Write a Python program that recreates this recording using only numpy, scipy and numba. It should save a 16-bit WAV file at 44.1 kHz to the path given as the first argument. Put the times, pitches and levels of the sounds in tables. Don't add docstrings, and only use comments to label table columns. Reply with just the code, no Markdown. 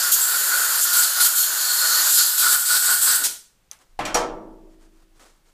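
import sys
import numpy as np
from scipy import signal
from scipy.fft import rfft, irfft
from scipy.io import wavfile
from scipy.ndimage import uniform_filter1d
from numba import njit

SR = 44100
rng = np.random.default_rng(int(sys.argv[2]) if len(sys.argv) > 2 else 0)


def volts(x):
    e = np.asarray(x, float) / 20
    return 10 ** e


def master(y):
    cut = np.clip(np.atleast_2d(y).T, -1, 1)
    pcm = np.round(cut * 32767)
    wavfile.write(sys.argv[1], SR, pcm.astype(np.int16))


N = 243917


def rms_one(x):
    return x / np.sqrt(np.mean(x ** 2) + 1e-20)


def in_time(rows):
    s, *columns = np.transpose(rows)
    t = np.arange(N) / SR
    return [np.interp(t, s, column) for column in columns]


def at_hz(points, hz):
    points_hz, values = np.transpose(points)
    return np.interp(np.log(hz), np.log(points_hz), values)


def plateau(start, length, edge_s):
    t = np.arange(N) / SR - start
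    return np.sin(np.pi / 2 * np.clip(np.minimum(t, length - t) / edge_s + .5, 0, 1)) ** 2


def burst(start, hold, level_db, attack_s, fade_db_per_s):
    t = np.arange(N) / SR - start
    return np.clip(t / attack_s, 0, 1) * volts(level_db - fade_db_per_s * np.maximum(t - hold, 0))


def coloured(spectrum):
    hz = np.maximum(np.arange(N // 2 + 1) * SR / N, 1)
    return rms_one(irfft(rfft(rng.standard_normal(N)) * volts(at_hz(spectrum, hz)), N))


def drift(rate):
    r = np.exp(-80 * np.pi * rate / SR)
    slow = signal.lfilter([1], [1, -2 * r, r * r], rng.standard_normal(N // 40 + 2002))[2000:]
    return np.interp(np.arange(N) / 40, np.arange(len(slow)), rms_one(slow))


def band_pass(x, low_hz, high_hz):
    return signal.sosfilt(signal.butter(2, [low_hz, high_hz], "band", fs=SR, output="sos"), x)


@njit
def resonate(x, angle, r):
    y = np.zeros(len(x))
    for i in range(2, len(x)):
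        y[i] = x[i] - x[i - 2] + 2 * r * np.cos(angle[i]) * y[i - 1] - r * r * y[i - 2]
    return y


def blown(hz, width_hz, order=1):
    angle = 2 * np.pi * hz / SR * np.ones(N)
    air = rng.standard_normal(N)
    for _ in range(order):
        air = rms_one(resonate(air, angle, np.exp(-np.pi * width_hz / SR)))
    return air


def struck(modes, blows, spread_s):
    out = np.zeros(N)
    for hz, *levels_db, t60 in modes:
        push = np.full(N, 1e-18)
        for blow, level_db in zip(blows, levels_db):
            push[round((blow[0] + spread_s * rng.random()) * SR)] = volts(level_db)
        r = volts(-60 / (t60 * SR))
        w = 2 * np.pi * hz / SR
        ring = signal.lfilter([0, np.sin(w)], [1, -2 * r * np.cos(w), r * r], push)
        out += volts(2.5 * drift(18.7)) * ring
    return out


# f/Hz, T60/s
SHOP_T60 = [(100, 0.25), (700, 0.35), (2000, 0.39), (5000, 0.37), (13000, .3)]


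def echoes():
    t = np.arange(round(.6 * SR)) / SR
    tail = np.zeros(len(t))
    for low in 60 * 2. ** np.arange(0, 8, .5):
        band = band_pass(rng.standard_normal(len(t)), low, low * 2 ** .5)
        tail += band * volts(-60 * t / at_hz(SHOP_T60, low)) * (t > .003)
    return tail / np.linalg.norm(tail)


def shop(x, wet_db):
    turn = 1.5 * drift(0.83)
    wet = signal.fftconvolve(x * np.cos(turn), echoes())
    wet += signal.fftconvolve(x * np.sin(turn), echoes())
    return x + volts(wet_db) * wet[:N]


# f/Hz, level/dB per Hz
FLOOR_NOISE = [(20, -4), (40, -2.5), (80, -13.5), (150, -10.5), (250, -17), (649, -20), (7440, -29),
               (15300, -33.5)]


def shop_floor():
    return volts(-65) * coloured(FLOOR_NOISE)


# f/Hz, level/dB per Hz
CLOTH = [(88, -31), (200, -5), (350, -2.5), (600, -3), (1310, -2.5), (2530, -10.5), (8080, -10.5),
         (15300, -26)]
# start t/s, hold t/s, level/dB, attack t/s
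RUBS = [
    (3.788, 0.032, -57, .015),
    (3.848, 0.092, -72, .03),
    (4.68, .05, -65, .03),
    (4.776, .08, -61, .05),
    (4.9, .13, -67, .04),
    (5.12, .07, -64, .04),
    (5.192, 0.074, -51.5, .005),
    (5.29, 0.086, -65.5, .01),
    (5.44, .06, -63.5, .03),
]


def rustle():
    grain = volts(-1.0 + 1.6 * drift(60.)) * coloured(CLOTH)
    power = sum(burst(*rub, fade_db_per_s=300.) ** 2 for rub in RUBS)
    return grain * np.sqrt(power)


# f/Hz, level/dB, T60/s
STAND = [(20.9, -3.0, 3.8), (27.1, 1.5, 4.0)]
# t/s, signed height of the swing
SHOVES = [
    (3.847, -.0004),
    (3.889, -.0014),
    (3.931, -.002),
    (3.973, -.003),
    (4.02, -.0076),
    (4.057, -.0058),
    (4.193, .0061),
    (4.353, .0041),
    (4.53, -.0046),
]


def rocking():
    out = np.zeros(N)
    t = np.arange(N) / SR
    swing = sum(volts(db - 60 * t / t60) * np.sin(2 * np.pi * hz * t) for hz, db, t60 in STAND)
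    for s, height in SHOVES:
        start = round(s * SR)
        out[start:] += height * swing[:N - start]
    return uniform_filter1d(out, size=400)


# t/s, boom level/dB, clank level/dB, crack level/dB, rattle T60/s
BLOWS = [
    (3.990, -27, -22, -31.5, 0.033),
    (4.006, -37, -28.5, -50.5, .04),
    (4.051, -24, -22, -24.5, 0.022),
    (4.144, -14.5, -18.5, -13, 0.036),
]
# f/Hz, level/dB
BLOW_SHAPE = [(70, -31), (200, -21), (600, -2.5), (1300, 0), (3900, -4), (6000, -1), (9000, -6),
              (15000, -13)]
# f/Hz, T60/s
TAIL = [(100, 1.4), (260, 1.24), (700, 0.78), (1300, 0.55), (1700, 0.41), (4850, 0.3), (12800, 0.17)]


def crash(room_db):
    out = np.zeros(N)
    t = np.arange(N) / SR
    edges = 70 * 2 ** np.arange(0, 7.9, 1 / 3)
    white = rng.standard_normal((2, N))
    for k, (low, high) in enumerate(zip(edges, edges[1:])):
        hz = np.sqrt(low * high)
        power = np.zeros(N)
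        for s, boom_db, clank_db, crack_db, rattle_t60 in BLOWS:
            age = t[:N - round(s * SR)]
            level_db = at_hz([(700, boom_db), (2500, clank_db), (6000, crack_db)], hz)
            level_db += at_hz(BLOW_SHAPE, hz)
            swell = 1 - np.exp(-age / (0.00073 + 5.6 / hz))
            rattle = volts(-60 * age / rattle_t60)
            tail = volts(room_db - 60 * age / at_hz(TAIL, hz))
            power[-len(age):] += (volts(level_db) * swell) ** 2 * (rattle ** 2 + tail ** 2)
        out += np.sqrt(power) * rms_one(band_pass(white[k % 2], low, high))
    return out


# f/Hz, first-blow level/dB, last-blow level/dB, T60/s
TRAY = [(108, -40, -44.5, 0.53), (140.5, -44, -45, 0.42), (187.5, -44, -53, 1.5), (214.4, -44, -47, 1.6),
        (264, -43, -41, 1.45), (301.3, -34, -43, 0.68), (323, -39, -36, 1.91), (373, -46.5, -42.5, 1.77),
        (383, -56, -36, 1.1), (446, -58.5, -35.5, 1.15), (485.4, -38, -24, 0.57), (608, -37, -37, 1.3),
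        (640, -43, -22.5, 0.41), (662, -53, -44.5, 1.29),
        (722, -28, -25, 0.47), (762, -38, -24.5, 0.3), (805, -17.5, -25, 0.06), (842, -38, -21.5, 0.23),
       (886, -38, -29, 0.71), (951, -45.5, -27.5, 0.7), (1047, -33, -26, 0.23), (1160, -37, -31, 0.65),
       (1210, -54.5, -30, 0.26), (1306, -43, -28.5, 0.38), (1316, -35, -29.5, 0.52)]


def tray():
    return struck(TRAY, (BLOWS[0], BLOWS[3]), spread_s=0.011)


# f/Hz, bounce level/dB, last-blow level/dB, T60/s
GUN = [(1930, -36, -35.5, 0.2), (2200, -43, -32.5, 0.4), (2420, -33.5, -37, 0.28), (2870, -40, -49, 0.25),
       (3150, -38, -36.5, 0.35), (3520, -43, -49, .12), (4250, -37, -30, 0.1), (4820, -52, -40, .08),
       (5420, -48, -22, .04), (5750, -31.5, -23.5, 0.15), (5890, -38, -34.5, 0.037),
       (6900, -43.5, -18, .045), (7350, -31, -42, .06), (7800, -32, -20.5, .04)]


def gun_body():
    return struck(GUN, BLOWS[2:], spread_s=.003)


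# t/s, peak level/dB, ring f/Hz
TICKS = [
    (3.7133, -19.5, 6200),
    (3.732, -35, 6100),
    (3.7892, -47, 6220),
]


def trigger():
    out = np.zeros(N)
    t = np.arange(round(.15 * SR)) / SR
    for s, peak_db, hz in TICKS:
        fizz = band_pass(rng.standard_normal(len(t)), 3200., 11000.)
        thud = band_pass(rng.standard_normal(len(t)), 600., 2600.)
        tick = (0.81 * np.sin(2 * np.pi * hz * t) + 0.48 * fizz) * np.exp(-t / 0.0018)
        rattle = volts(-23.0) * fizz * np.exp(-t / 0.036)
        knock = volts(-17.5) * thud * np.exp(-t / 0.039) * (1 - np.exp(-t / 0.0031))
        out[round(s * SR):][:len(t)] += volts(peak_db - 3.0) * (tick + rattle + knock)
    return out


# f/Hz, level/dB per Hz
THUMP = [(18, 8), (40, -6), (150, -4), (500, 0), (1500, -34), (4000, -62)]
# f/Hz, level/dB per Hz
PUFF = [(300, -22), (1000, -7), (2500, -5.5), (6000, 3.5), (10000, 3), (15000, -10.5)]


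def valve():
    thump = burst(3.175, 0.045, -40.5, attack_s=0.09, fade_db_per_s=193) * coloured(THUMP)
    puff = plateau(3.238, 0.033, edge_s=0.0089) * volts(-21.5) * coloured(PUFF)
    return thump + puff


# t/s, hiss level/dB, first-mode drive level/dB, third-mode drive level/dB,
# fifth-mode level over the hiss/dB, fifth-mode f/Hz
HAND = [(0.0, -20, -27, -21, -2.5, 7450), (0.11, -22, -29.5, -29, -4.5, 7050),
        (0.24, -21, -32, -28.5, -6.5, 7330), (0.6, -21, -28, -26, -3, 7360),
        (0.9, -21.5, -30, -25, -4, 7350), (1.1, -23, -32, -27.5, -4, 7100),
        (1.3, -23.5, -34.5, -32.5, -2.5, 7220), (1.56, -23.5, -30.5, -28, -3, 7200),
        (1.75, -20, -31, -26, -4, 7200), (2.0, -19, -26.5, -22, -2.5, 6860),
        (2.2, -22, -32, -23.5, 1, 7650), (2.33, -23.5, -36, -27.5, -3.5, 7650),
        (2.63, -24, -36, -34, -1, 7740), (2.81, -22, -38, -33.5, -1.5, 7800),
        (3.0, -23, -35.5, -30, -0.5, 7800), (3.2, -25.5, -35.5, -32, -2.5, 7800)]
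# start t/s, length t/s, hiss rise/dB, first-mode rise/dB, third-mode rise/dB
STROKES = [(0.116, .036, 10, -14.5, -7), (0.809, 0.039, 5.5, -19, -14), (0.93, .12, 5.5, 0, 6.5),
           (1.201, 0.074, 8.5, 5, 10.5), (1.352, 0.1, 5, -1, 2), (2.097, 0.14, 3, -4.5, 2),
           (2.377, 0.18, 6.5, 3.5, 8), (2.654, .13, 4.5, 2.5, 8.5), (2.821, .13, 4, 7.5, 7.5),
           (3.015, .155, 6.5, 4, 3.5), (3.237, 0.022, 6.5, -25, 6)]
# start t/s, length t/s, first-mode rise/dB, third-mode rise/dB
CROSSINGS = [(0.284, 0.096, 6, 1), (0.511, 0.04, 7, 2), (0.6, 0.12, 1, -2), (0.938, 0.091, 5.5, -3.5),
             (1.154, 0.063, 10.5, 4), (1.812, 0.066, 4.5, 1), (2.173, 0.048, 11.5, 5.5),
             (2.422, 0.057, 11, 1.5), (2.512, .055, 10, 1), (2.69, 0.092, 12, 5.5), (2.878, 0.047, 7, 3),
             (3.067, 0.076, 7.5, 7)]


def aim():
    hiss_db, first_db, third_db, over_db, fifth_hz = in_time(HAND)
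    hiss_up, first_up, third_up = sum(np.outer(up, plateau(s, length, edge_s=0.014))
                                      for s, length, *up in STROKES)
    first_in, third_in = sum(np.outer(up, plateau(s, length, edge_s=.025))
                             for s, length, *up in CROSSINGS)
    hiss_db = hiss_db + hiss_up
    third_db = third_db + third_up + third_in
    return hiss_db, first_db + first_up, first_in, third_db, hiss_db + over_db, fifth_hz


# f/Hz, level/dB per Hz
NOZZLE = [(1500, -35.5), (2300, -21), (3200, -9), (6000, -10.5), (9000, -3.5), (12000, 0), (14000, -2.5),
          (15500, -3.5)]
# f/Hz, width f/Hz, level/dB
WHISTLES = [(8870, 180, -15), (10100, 400, -13), (11850, 350, -11), (13100, 400, -14)]
# start t/s, length t/s, f/Hz, level over the hiss/dB
SQUEALS = [(0.19, 0.1, 7650, -3), (0.328, 0.074, 11400, -10.5), (0.357, 0.13, 7700, -14),
           (0.42, 0.42, 8860, -11), (0.971, 0.089, 8040, -5.5), (1.176, 0.047, 10020, -1.5),
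           (1.226, 0.069, 12800, -11), (1.363, 0.11, 11800, -6), (1.368, .1, 4300, -13),
           (1.58, 0.14, 4330, -5.5), (1.768, 0.23, 4310, -7.5), (2.05, 0.31, 11760, -5.5),
           (2.058, 0.16, 7230, -5.5), (2.125, 0.16, 10460, -5.5), (2.094, .33, 13270, -8.5),
           (3.022, .06, 9700, -5)]


def nozzle_hiss(hiss_db):
    air = coloured(NOZZLE)
    for hz, width_hz, db in WHISTLES:
        air += volts(db + 1.5 * drift(6.1)) * blown(hz * (1 + 0.011 * drift(4.1)), width_hz, order=2)
    for s, length, hz, db in SQUEALS:
        air += volts(db) * plateau(s, length, edge_s=.03) * blown(hz, 0.078 * hz, order=2)
    return volts(hiss_db - 2.5 + 1.3 * drift(40.)) * air


def rim_hiss(first_db):
    return volts(first_db - 16.5) * blown(2760, 1200, order=2)


def hole_mode(hz, core_hz, skirt_hz, core_db):
    core = volts(core_db + 1.3 * drift(7.5)) * blown(hz, core_hz)
    skirt = blown(hz, skirt_hz, order=2)
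    return (core + skirt) / np.sqrt(1 + volts(core_db) ** 2)


# f/Hz, level/dB per Hz
SPILL = [(30, -77.5), (150, -42.5), (350, -26), (1000, -15), (1400, -8.5), (1810, -9.5), (2150, -22.5),
         (3000, -37)]


def first_mode(first_db, first_in):
    pure_db = 4.5 + 1.34 * first_in + 1.3 * drift(2.3)
    note = hole_mode(1436 * (1 + 0.005 * drift(5.1)), core_hz=55, skirt_hz=300, core_db=pure_db)
    spill = volts(-0.5 - 0.47 * pure_db) * coloured(SPILL)
    return volts(first_db + first_in - 3.0) * (note + spill)


def third_mode(third_db):
    hz = 4380 * (1 + 0.014 * drift(5.5))
    pure_db = -7.5 + 4.1 * drift(2.2)
    return volts(third_db - 5.0) * hole_mode(hz, core_hz=199.7, skirt_hz=2112, core_db=pure_db)


def fifth_mode(fifth_db, fifth_hz):
    hz = fifth_hz * (1 + 0.025 * drift(8.0))
    pure_db = -8 + 1.5 * drift(3.8)
    return volts(fifth_db - 3.5) * hole_mode(hz, core_hz=215.6, skirt_hz=1960, core_db=pure_db)


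def jet():
    hiss_db, first_db, first_in, third_db, fifth_db, fifth_hz = aim()
    air = nozzle_hiss(hiss_db) + rim_hiss(first_db)
    hole = first_mode(first_db, first_in) + third_mode(third_db) + fifth_mode(fifth_db, fifth_hz)
    valve_open = burst(-1, 1 + 3.268, 0, attack_s=1, fade_db_per_s=3004)
    return valve_open * (air + hole)


def scene():
    background = shop_floor() + rustle() + rocking()
    drop = volts(-8.5) * crash(room_db=-3.5) + tray()
    clank = shop(gun_body(), wet_db=-17.0)
    air = shop(jet() + valve(), wet_db=-5.0)
    return (background + drop + clank + trigger() + air)[None, :]


def roll_off(x):
    return signal.sosfilt(signal.butter(12, 15870, fs=SR, output="sos"), x)


def record(dry):
    rumble = band_pass(dry ** 2, 12, 400.)
    rounded = 0.89 * np.tanh(dry / 0.86) + volts(-18.0) * rumble
    top_cut = signal.ellip(12, .5, 45, 15330, fs=SR, output="sos")
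    mix = signal.sosfilt(top_cut, rounded)
    return roll_off(mix)


dry = scene()
out = record(dry)
master(out)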